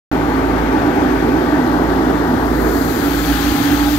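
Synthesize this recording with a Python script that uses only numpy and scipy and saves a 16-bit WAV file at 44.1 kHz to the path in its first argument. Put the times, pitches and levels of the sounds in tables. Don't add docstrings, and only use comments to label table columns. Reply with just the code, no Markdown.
import sys
import numpy as np
from scipy import signal
from scipy.fft import rfft, irfft, next_fast_len
from scipy.io import wavfile
from scipy.ndimage import uniform_filter1d, map_coordinates

SR = 44100
rng = np.random.default_rng(int(sys.argv[2]) if len(sys.argv) > 2 else 0)


def how_loud(loudness_db):
    steps = np.asarray(loudness_db, float) / 20
    return 10 ** steps


def waveform_to_disk(signal):
    frames = np.transpose(np.atleast_2d(signal))
    scaled = np.clip(frames, -1, 1) * 32767
    samples = np.round(scaled).astype(np.int16)
    wavfile.write(sys.argv[1], SR, samples)


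N = 175518
T = np.arange(N) / SR
SHAFT_HZ, OTHER_SHAFT_HZ = 28.22, 27.485

# time_s, open_level_db, tight_level_db
ROAR_LEVELS = [(.1, -20.5, -48), (.6, -19.5, -48), (1.1, -19.5, -48), (1.45, -19, -51), (1.8, -18, -56),
               (2.2, -18.5, -43), (2.5, -19, -43), (2.8, -19.5, -28), (3.05, -20.5, -23),
               (3.3, -27.5, -20.5), (3.6, -28, -18), (3.98, -56, -21)]
# frequency_hz, relative_db_per_hz
OPEN_COLOUR = [(21, -45), (35, -27), (60, -11.5), (106, -13.5), (155, -9.5), (197, -12), (240, -3),
               (288, -2.5), (400, -7.5), (470, -11), (547, -15.5), (700, -13), (891, -14.5), (1020, -18),
               (1140, -19), (1270, -16.5), (1550, -18.5), (1890, -21), (2150, -29.5), (2520, -35.5),
               (2750, -37.5), (3300, -37), (4300, -38), (7000, -50.5), (9100, -74), (15400, -120)]
# frequency_hz, relative_db_per_hz
TIGHT_COLOUR = [(21, -42), (35, -24), (65, -12), (103, -17), (171, -17), (208, -23), (250, -9.5),
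                (294, -4.5), (330, -11), (400, -18.5), (513, -25.5), (600, -27), (697, -25), (820, -16.5),
                (900, -25), (1000, -26.5), (1310, -22), (1600, -22.5), (2000, -27.5), (2600, -32.5),
                (3380, -71), (5720, -120)]
# centre_hz, width_hz, gain_db
HOSE_MODES = [(252, 30, -6), (278, 36, 0), (310, 30, -2), (340, 22, -3), (380, 22, 1), (438, 30, -7),
              (505, 30, -9)]
# time_s, level_db
BOOM_LEVEL = [(.1, -25.5), (.5, -21.5), (1.0, -20.5), (1.4, -18.5), (1.65, -24), (2.0, -21), (2.3, -22.5),
              (2.55, -21.5), (2.75, -21), (3.0, -23), (3.25, -28.5), (3.6, -45)]
# time_s, mean_pitch_hz, level_db
SWIRL_NOTE = [(.1, 276, -25), (.8, 276, -23), (1.4, 286, -21.5), (2.0, 290, -23), (2.6, 288, -23),
              (3.0, 286, -26.5), (3.3, 286, -42), (3.98, 290, -60)]
# time_s, pitch_hz, level_db
HOSE_HUM = [(2.6, 281, -40), (2.92, 283, -26), (3.1, 284.5, -22), (3.27, 286, -19.5), (3.4, 288, -20),
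            (3.5, 289, -17), (3.7, 290.5, -17), (3.77, 291, -14.5), (3.93, 292.5, -14.5), (3.98, 293, -17)]
# time_s, pitch_hz, level_db
PIPE_NOTE = [(3.28, 830, -55), (3.37, 832, -34), (3.45, 830, -37), (3.56, 826, -33), (3.68, 815, -36),
             (3.78, 822, -32), (3.98, 815, -35)]
# time_s, pitch_hz, level_db
TURBINE_WHISTLE = [(.1, 14640, -55), (.5, 14860, -57), (.9, 15010, -58), (1.2, 15030, -58),
                   (1.6, 15250, -57), (2.2, 15300, -57), (2.6, 15380, -56), (3.2, 15560, -53),
                   (3.98, 15620, -54)]
# time_s, pitch_hz, level_db
BRISTLE_SQUEAL = [(3.03, 12450, -70), (3.05, 12350, -44), (3.11, 11900, -43), (3.125, 11750, -55),
                  (3.14, 11600, -44), (3.17, 11470, -45), (3.2, 11400, -75)]
# multiple_of_shaft_speed, level_db
FIRST_ORDERS = [(2, -26.5), (3, -50.5), (4, -36), (5, -48.5), (6, -32), (9, -35.5), (11, -31.5)]
# multiple_of_shaft_speed, level_db
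SECOND_ORDERS = [(1, -62), (2, -36), (3, -38.5), (4, -60)]
# centre_hz, width_hz, gain_db
HOUSING_MODES = [(565, 36, -4), (650, 28, 2), (712, 30, -3), (782, 28, 3), (830, 30, -2), (880, 40, 1),
                 (960, 60, -3), (1150, 120, -6), (1530, 90, -5)]
# time_s, level_db
CLATTER_LEVEL = [(.1, -27.5), (.6, -26), (1.2, -26), (1.8, -27.5), (2.4, -27.5), (3.0, -38), (3.4, -43),
                 (3.98, -34)]
# frequency_hz, relative_db_per_hz
RASP_SPECTRUM = [(1200, -40), (1800, -6), (2200, 2), (2700, -6), (3200, -14.5), (4500, -29), (8000, -120)]
# time_s, level_db
RASP_LEVEL = [(.1, -41), (.7, -38), (1.4, -40.5), (2.0, -55), (2.6, -58), (3.98, -58)]
# time_s, level_db
JET_LEVEL = [(.1, -60), (1.0, -52), (1.7, -49), (2.2, -48.5), (2.5, -42), (2.7, -35), (2.9, -33),
             (3.1, -32.5), (3.3, -30.5), (3.64, -30.5), (3.81, -32), (3.98, -30)]
# frequency_hz, relative_db_per_hz
JET_SPECTRUM = [(2350, -31), (4000, -2), (4510, 0), (5420, -9), (6510, -6), (7340, -6), (8370, -11.5),
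                (10800, -9.5), (12400, -3), (13900, -2.5), (15700, -9)]
# frequency_hz, relative_db_per_hz
LEAK_SPECTRUM = [(2940, -32), (5000, -8), (5430, -6), (6310, -5.5), (8270, -8.5), (9660, -10), (13000, -3),
                 (14200, -10), (15100, -2), (15900, -17)]
# time_s, level_db
BRUSH_LEVEL = [(.1, -44.5), (1.0, -42), (1.8, -44), (2.44, -44.5), (2.75, -48), (3.05, -36.5),
               (3.26, -34.5), (3.45, -31), (3.64, -31.5), (3.98, -33.5)]
# frequency_hz, relative_db_per_hz
BRUSH_SPECTRUM = [(1180, -21), (2000, -25.5), (2300, -5), (2650, -0.5), (3350, 4), (3720, -1), (4510, -3),
                  (5410, -7.5), (6350, -6.5), (7500, -14), (9750, -20), (16500, -120)]
# time_s, peak_level_db (before the high-pass)
GRIT_TICKS = [(.96, -42)]
# frequency_hz, difference_db
PORT_DIFFERENCE = [(60, -5), (80, 5), (110, -6.5), (140, -1), (190, -0.5), (260, -3.5), (340, -6),
                   (460, -2.5), (610, 8.5), (820, 3), (1100, 6.5), (1470, 9.5), (1960, 4.5), (2620, 3.5),
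                   (3510, 12), (4690, 16), (6270, 44), (8390, 38), (11200, 20), (15000, 23)]
# frequency_hz, coherence (0 to 1)
PORT_LIKENESS = [(60, .99), (100, .96), (260, .97), (390, .95), (450, .86), (540, .55), (620, .8),
                 (1050, .74), (1400, .48), (1650, .57), (2200, .17), (3500, .2), (5500, .05), (8000, .02)]
# frequency_hz, lead_rad
PORT_LEAD = [(30, .1), (190, .3), (280, .15), (400, .9), (800, 1), (1100, 1.8), (1250, 1.8), (1450, .7),
             (1950, 1.9), (2700, -.4), (4500, 1.5)]


def unit(x):
    return x / np.sqrt(np.mean(x ** 2) + 1e-20)


def along(points, hz):
    f, v = np.transpose(points)
    return np.interp(np.log(hz + 1), np.log(f + 1), v)


def curves(rows):
    s, *columns = np.transpose(rows)
    return [np.interp(T, s, column) for column in columns]


def wobble(rate):
    return map_coordinates(rng.standard_normal(int(N * rate / SR) + 4), [T * rate])


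def filtered(x, response):
    m = next_fast_len(N + 8192)
    spectrum = rfft(x, m) * response(np.fft.rfftfreq(m, 1 / SR))
    return irfft(spectrum, m)[..., :N]


def coloured(points):
    return lambda f: how_loud(along(points, f))


def ringing(modes):
    def response(f):
        total = 0
        for k, (centre, width, db) in enumerate(modes):
            mode = 1j * f * width / (centre * centre - f * f + 1j * f * width)
            total = total + (-1) ** k * how_loud(db) * mode ** 2
        return total
    return response


def rush(gain, patchy_db, grit_db=0):
    white = rng.standard_normal((2, N)) * how_loud(grit_db * wobble(700))
    z = signal.stft(white, nperseg=512)[2]
    field = rng.standard_normal(z.shape[1:])
    field = uniform_filter1d(field, size=6, axis=0)
    field = uniform_filter1d(field, size=12, axis=1)
    pair = signal.istft(z * how_loud(patchy_db * unit(field)), nperseg=512)[1][:, :N]
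    return unit(filtered(pair, gain))


def tone(hz, db, drift_hz, rate, shake_db):
    turns = np.cumsum(hz + drift_hz * wobble(rate)) / SR
    return np.sqrt(2) * how_loud(db + shake_db * wobble(rate)) * np.sin(2 * np.pi * turns)


def fan():
    open_db, tight_db = curves(ROAR_LEVELS)
    wide = how_loud(open_db) * rush(coloured(OPEN_COLOUR), patchy_db=1.0)
    tight = how_loud(tight_db) * rush(coloured(TIGHT_COLOUR), patchy_db=1.0)
    return how_loud(0.43 * wobble(8.83)) * (wide + tight)


def hose_boom():
    return how_loud(curves(BOOM_LEVEL)[0]) * rush(ringing(HOSE_MODES), patchy_db=1.1)


def hose_note():
    swirl = tone(*curves(SWIRL_NOTE), drift_hz=22, rate=19, shake_db=2.5)
    hum = tone(*curves(HOSE_HUM), drift_hz=1.2, rate=22, shake_db=1.1)
    pipe = tone(*curves(PIPE_NOTE), drift_hz=5, rate=30, shake_db=1.6)
    return swirl + hum + pipe


def turbine():
    return tone(*curves(TURBINE_WHISTLE), drift_hz=70, rate=200, shake_db=2.5)


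def bristle():
    return tone(*curves(BRISTLE_SQUEAL), drift_hz=40, rate=120, shake_db=2)


def engines():
    beat_dip_s = .89
    t = 2 * np.pi * (T - beat_dip_s)
    first = second = 0
    for k, db in FIRST_ORDERS:
        first = first + how_loud(db + 1.4 * wobble(4.79)) * np.sin(k * SHAFT_HZ * t + (k - 2) ** 2)
    for k, db in SECOND_ORDERS:
        second = second + how_loud(db + .8 * wobble(4.1)) * np.sin(k * OTHER_SHAFT_HZ * t + np.pi)
    return np.sqrt(2) * (first + second)


def clatter():
    pulse = 1 + 0.12 * np.sin(2 * np.pi * 2 * SHAFT_HZ * T)
    housing = how_loud(curves(CLATTER_LEVEL)[0]) * rush(ringing(HOUSING_MODES), patchy_db=1.5)
    rasp = how_loud(curves(RASP_LEVEL)[0]) * rush(coloured(RASP_SPECTRUM), patchy_db=1.0)
    return pulse * (housing + rasp)


def water_jets():
    return how_loud(curves(JET_LEVEL)[0]) * rush(coloured(JET_SPECTRUM), patchy_db=1.3)


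def air_leak():
    return how_loud(-47.5) * rush(coloured(LEAK_SPECTRUM), patchy_db=.8, grit_db=1.0)


def brush():
    return how_loud(curves(BRUSH_LEVEL)[0]) * rush(coloured(BRUSH_SPECTRUM), patchy_db=1.2, grit_db=1.5)


def grit():
    envelope = sum(how_loud(db - 60 * np.abs(T - s) / 0.088) for s, db in GRIT_TICKS)

    def high_pass(f):
        ratio = (f / 11500) ** 4
        return ratio / (1 + ratio)
    return filtered(envelope * rng.standard_normal((2, N)), high_pass)


def hiss():
    flutter = 1 + 0.033 * np.sin(2 * np.pi * OTHER_SHAFT_HZ / 2 * T + 1.3)
    return flutter * (water_jets() + air_leak() + brush()) + grit()


def ports(pair):
    def mix(hz):
        alike, lead = np.clip(along(PORT_LIKENESS, hz), 0, 1), along(PORT_LEAD, hz)
        right = how_loud(-along(PORT_DIFFERENCE, hz))
        angle = np.arccos(alike) / 2
        scale = 2 / np.sqrt(1 + right * right + 2 * right * alike * np.cos(lead))
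        gains = scale * np.array([np.exp(.5j * lead), right * np.exp(-.5j * lead)])
        shared = gains * np.cos(angle)
        unshared = gains * np.sin(angle) * [[1], [-1]]
        return np.array([shared, unshared])
    return filtered(pair[:, None], mix).sum(axis=0)


def scene():
    noises = fan() + hose_boom() + clatter()
    tones = engines() + hose_note() + turbine() + bristle()
    machine = ports(noises + tones * np.array([[1], [0]]))
    hiss_right_db = -5.5
    return machine + ports(hiss()) * how_loud(np.array([[0], [hiss_right_db]]))


def band_limit(x):
    return signal.sosfilt(signal.butter(12, 16700, fs=SR, output="sos"), x)


def record(dry):
    top_hz, start_s, rise_s = 15750, .1148, .0001
    limited = filtered(dry, lambda hz: hz < top_hz)
    switched = limited * np.clip((T - start_s) / rise_s, 0, 1)
    return band_limit(switched)


dry = scene()
out = record(dry)
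waveform_to_disk(out)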